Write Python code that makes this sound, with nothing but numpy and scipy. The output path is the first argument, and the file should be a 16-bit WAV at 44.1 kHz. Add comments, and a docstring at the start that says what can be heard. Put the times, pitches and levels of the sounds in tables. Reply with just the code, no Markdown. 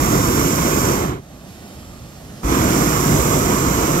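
"""Aboard a hot air balloon. The gas burner overhead is already roaring: its gas flow drives a fluttering
flame and hissing jets, which reach the left microphone first but are louder in the right.
Near 1 s it is throttled shut, the hiss going first and the rumble last. In the pause a neighbouring
balloon's burner comes up, far off, as the recorder's gain recovers. At 2.4 s the gas lights again with
a low whoomp; the roar is briefly louder, then eases as the gain pulls down. Both gain moves are drawn."""
import sys
import numpy as np
from scipy import signal
from scipy.fft import rfft, irfft, next_fast_len
from scipy.io import wavfile
from scipy.ndimage import uniform_filter1d, map_coordinates

SR = 44100
rng = np.random.default_rng(int(sys.argv[2]) if len(sys.argv) > 2 else 0)


def pcm_store(signal):
    """Save signal as 16-bit PCM."""
    levels = np.round(np.clip(np.atleast_2d(signal), -1, 1) * 32767)
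    wavfile.write(sys.argv[1], SR, levels.astype(np.int16).T)


N = 176400

# Pulls of the valve. Each row: opening and start of closing in seconds, flame and jet levels in dB.
BURNS = [(-1, .935, -17.1, -23.8), (2.419, 5, -17, -23.9)]
# Tone of the flame, the jets and the far burner. Each row: frequency in Hz, relative level in dB.
FLAME_SPECTRUM = [(20, -26.2), (32, -16.4), (48, -5.7), (62, -2.6), (92, -5.7), (140, 0.0), (195, -4.7),
                  (310, -3.3), (385, -5.7), (432, -10.8), (490, -8.3), (600, -13.8), (690, -11.6),
                  (810, -17.7), (930, -14.2), (1130, -12.0), (1300, -13.8), (1600, -19.5), (1850, -22.7),
                  (2150, -20.6), (2650, -26.5), (2950, -26.2), (3450, -28.1), (4200, -30.7), (5500, -48),
                  (16000, -70)]
JET_SPECTRUM = [(20, -80), (3600, -32), (4600, -10.2), (5100, -6.1), (5750, -1.4), (6400, -0.9),
                (7200, 0.0), (7950, -2.7), (8550, -11.7), (9400, -13.5), (11000, -6.9), (12500, -4.5),
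                (14000, -8.7), (15700, -15.6)]
FAR_SPECTRUM = [(20, -22.4), (55, 0.0), (110, -1.6), (250, -2.0), (350, -6.3), (460, -12.6), (600, -9.8),
                (730, -11.7), (950, -18.1), (1250, -16.9), (1900, -21.5), (3200, -22.7), (4500, -23.9),
                (6000, -22.7), (7300, -22.6), (8800, -30.1), (11000, -25.5), (13000, -29.1), (15500, -38.7)]
# Stereo width of each burner. Each row: frequency in Hz, left-right likeness from 0 (wide) to 1 (mono).
NEAR_LIKENESS = [(40, .99), (300, .997), (680, .96), (800, .6), (980, .94), (1350, .9), (1700, .6),
                 (2200, .75), (4200, .35), (6000, .62), (9000, .3), (14000, .33)]
FAR_LIKENESS = [(100, .99), (300, .97), (1100, .8), (2500, .3), (6000, .6), (14000, .45)]
# Panning of each burner. Each row: frequency in Hz, left minus right in dB.
NEAR_BALANCE = [(50, -2.1), (230, -0.9), (480, -4.2), (620, -1.9), (760, -7.5), (880, 10.4), (1170, -9.5),
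                (1520, -13.3), (1750, -6.5), (2100, -9.4), (2700, -3.4), (3000, -8.4), (4200, -0.2),
                (5800, -9.2), (6800, -9.3), (7900, -16.4), (9500, -4.1), (12500, -7.8), (15500, -4.9)]
FAR_BALANCE = [(100, -2), (800, -4), (1030, 0), (1400, -4), (8000, -5), (14000, 0)]
# Sound bends round the microphones' housing. Each row: frequency in Hz, extra left lead in radians.
HOUSING_BEND = [(50, .3), (150, 0), (330, -.25), (560, .3), (720, 0), (900, -.6), (1050, -1.5), (1300, -.6),
                (1900, -.8), (2200, -.25), (2700, 1.1), (3300, .7), (4200, -.5), (7000, -.6), (12000, .1)]
# Slow rise and fall of the jets' hiss. Each row: time in seconds, level change in dB.
JET_DRIFT = [(0, .4), (.85, -.2), (1.03, -2), (1.2, 0), (2.47, -5.5), (2.54, -1.2), (2.65, -1.3),
             (2.83, .8), (3.35, .7), (3.55, -1.1), (4, -1.5)]
# The distant hiss comes up as the recorder's gain recovers after the loud burn, then wavers.
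# Each row: time in seconds, level in dB.
FAR_HISS = [(1.24, -52.5), (1.35, -51.3), (1.5, -47.4), (1.78, -45.9), (1.97, -47.6), (2.15, -47.3),
            (2.38, -45.4)]
# Turning of the hand-held microphones. Each row: time in seconds, extra left lead in milliseconds.
SWAY = [(0, .023), (.45, 0), (1.6, .002), (1.87, .012), (2.38, -.021), (2.6, -.013), (3.1, -.025),
        (4, -.023)]

NEAR_LEAD_MS, FAR_LEAD_MS = .42, .238  # each burner reaches the left microphone sooner


def amp(db):
    """Decibels to gain."""
    return 10 ** (np.asarray(db) / 20)


def unit(x):
    """Scale to rms 1."""
    return x / np.sqrt(np.mean(x ** 2) + 1e-20)


def along(points, hz):
    """Read a frequency table on a log axis."""
    freqs, values = np.transpose(points)
    return np.interp(np.log(hz + 1), np.log(freqs + 1), values)


def envelope(points):
    """Read a time table at every sample."""
    return np.interp(np.arange(N) / SR, *np.transpose(points))


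def wobble(db, hz):
    """A smooth random gain, about db deep, with hz knots a second."""
    return amp(db * map_coordinates(rng.standard_normal(4096), [np.arange(N) * hz / SR], mode="wrap"))


def filtered(x, response):
    """Filter x by a complex response of frequency."""
    size = next_fast_len(N + SR // 2)
    return irfft(rfft(x, size) * response(np.fft.rfftfreq(size, 1 / SR)), size)[..., :N]


def split(x, edge_hz):
    """Crossover: the lows and highs of x."""
    low = filtered(x, lambda hz: 1 / (1 + (hz / edge_hz) ** 4))
    return low, x - low


def patchy_noise(depth_db=1.1):
    """Two white noises whose gain drifts in patches of time and frequency."""
    spectra = signal.stft(rng.standard_normal((2, N)), nperseg=1024)[2]
    patches = uniform_filter1d(rng.standard_normal(spectra.shape[1:]), size=4, axis=0)
    patches = uniform_filter1d(patches, size=24, axis=1)
    return signal.istft(spectra * amp(depth_db * unit(patches)), nperseg=1024)[1][:, :N]


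def rush(spectrum, likeness, balance, lead_ms):
    """Turbulent noise of rms 1, reaching the two microphones from one side."""
    def tone_and_width(hz):
        spread = np.arccos(np.clip(along(likeness, hz), 0, 1)) / 2
        return amp(along(spectrum, hz)) * [np.cos(spread), np.sin(spread)]

    def placement(hz):
        sign = np.array([[1], [-1]])
        gain = amp(sign * along(balance, hz) / 2)
        lead = along(HOUSING_BEND, hz) + 2 * np.pi * hz * lead_ms / 1000
        return gain / np.linalg.norm(gain, axis=0) * np.exp(1j * sign * lead / 2)

    mid, side = filtered(patchy_noise(), tone_and_width)
    return unit(filtered(np.array([mid + side, mid - side]), placement))


def flame(age, flow, ignition_s=.012, light_s=.002):
    """The flame catches small and grows; turbulence flutters its rumble and roar."""
    catch_db, grow_s = -9, .115
    overshoot_db, ease_s = 2.6, .3  # briefly louder, easing as the recorder's gain pulls down
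    noise = rush(FLAME_SPECTRUM, NEAR_LIKENESS, NEAR_BALANCE, NEAR_LEAD_MS)
    rumble, roar = split(noise, edge_hz=420)
    body = rumble * flow ** .7 + amp(1) * roar * flow ** 1.1  # the rumble comes first and goes last
    lit = np.clip((age - ignition_s) / light_s, 0, 1)
    level_db = catch_db * np.clip(1 - age / grow_s, 0, 1) + overshoot_db * np.exp(-age / ease_s)
    return body * lit * amp(level_db) * wobble(db=.7, hz=80)


def jets(flow):
    """The gas jets give a rough, spitting hiss that needs full flow."""
    hiss = rush(JET_SPECTRUM, NEAR_LIKENESS, NEAR_BALANCE, NEAR_LEAD_MS)
    return hiss * flow ** 2.1 * amp(envelope(JET_DRIFT)) * wobble(db=.4, hz=300)


def near_burner(opens, closes, flame_db, jet_db, attack_s=.018, closing_s=.28):
    """One pull of the valve overhead: an unsteady gas flow feeds both flame and jets."""
    t = np.arange(N) / SR
    age = np.maximum(t - opens, 0)
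    opening = 1 - np.exp(-age / attack_s)
    closing = 1 - np.clip((t - closes) / closing_s, 0, 1) ** 1.25  # slowly at first, then faster
    flow = opening * closing
    burn = amp(flame_db) * flame(age, flow) + amp(jet_db) * jets(flow)
    return burn * wobble(db=.3, hz=22)


def far_burner(roar_over_hiss_db=8.9, echo_ms=1.6, echo_gain=.13):
    """The neighbour burns throughout: a dull roar and a thin hiss that waver through the open air."""
    hiss_db = envelope(FAR_HISS)
    usual_db = np.median(np.transpose(FAR_HISS)[1])
    roar_db = usual_db + roar_over_hiss_db + .6 * (hiss_db - usual_db)  # comes up with the gain too
    direct = rush(FAR_SPECTRUM, FAR_LIKENESS, FAR_BALANCE, FAR_LEAD_MS)
    # A reflection close to the microphones colours the tone.
    coloured = filtered(direct, lambda hz: 1 + echo_gain * np.exp(-2j * np.pi * hz * echo_ms / 1000))
    roar, hiss = split(coloured, edge_hz=2000)
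    roar = unit(roar) * amp(roar_db) * wobble(db=.7, hz=14)
    hiss = unit(hiss) * amp(hiss_db) * wobble(db=.3, hz=12)
    return roar + hiss


def whoomp(opens, peak_db=-14.5, pitch_hz=57, rise_s=.015, delay_s=.023):
    """The first gas catches fire and pushes the air a few times."""
    age = np.maximum(np.arange(N) / SR - opens - delay_s, 0)
    swell = age / rise_s * np.exp(1 - age / rise_s)
    return amp(peak_db) * swell * np.sin(2 * np.pi * pitch_hz * age)


def sway(stereo):
    """The hand-held microphones turn a little, sliding left against right in time."""
    shift = envelope(SWAY) / 1000 * SR / 2  # samples, half the lead on each side
    return np.array([map_coordinates(channel, [np.arange(N) + sign * shift], order=5, mode="mirror")
                     for channel, sign in zip(stereo, (1, -1))])


def scene():
    """The burner overhead and its distant neighbour, in a gently swaying stereo image."""
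    overhead = sum(near_burner(*pull) + whoomp(pull[0]) for pull in BURNS)
    return sway(overhead + far_burner())


def record(dry, top_hz=15750):
    """A hard band limit cuts the very top of the hiss."""
    return filtered(dry, lambda hz: hz < top_hz)


dry = scene()
out = record(dry)
pcm_store(out)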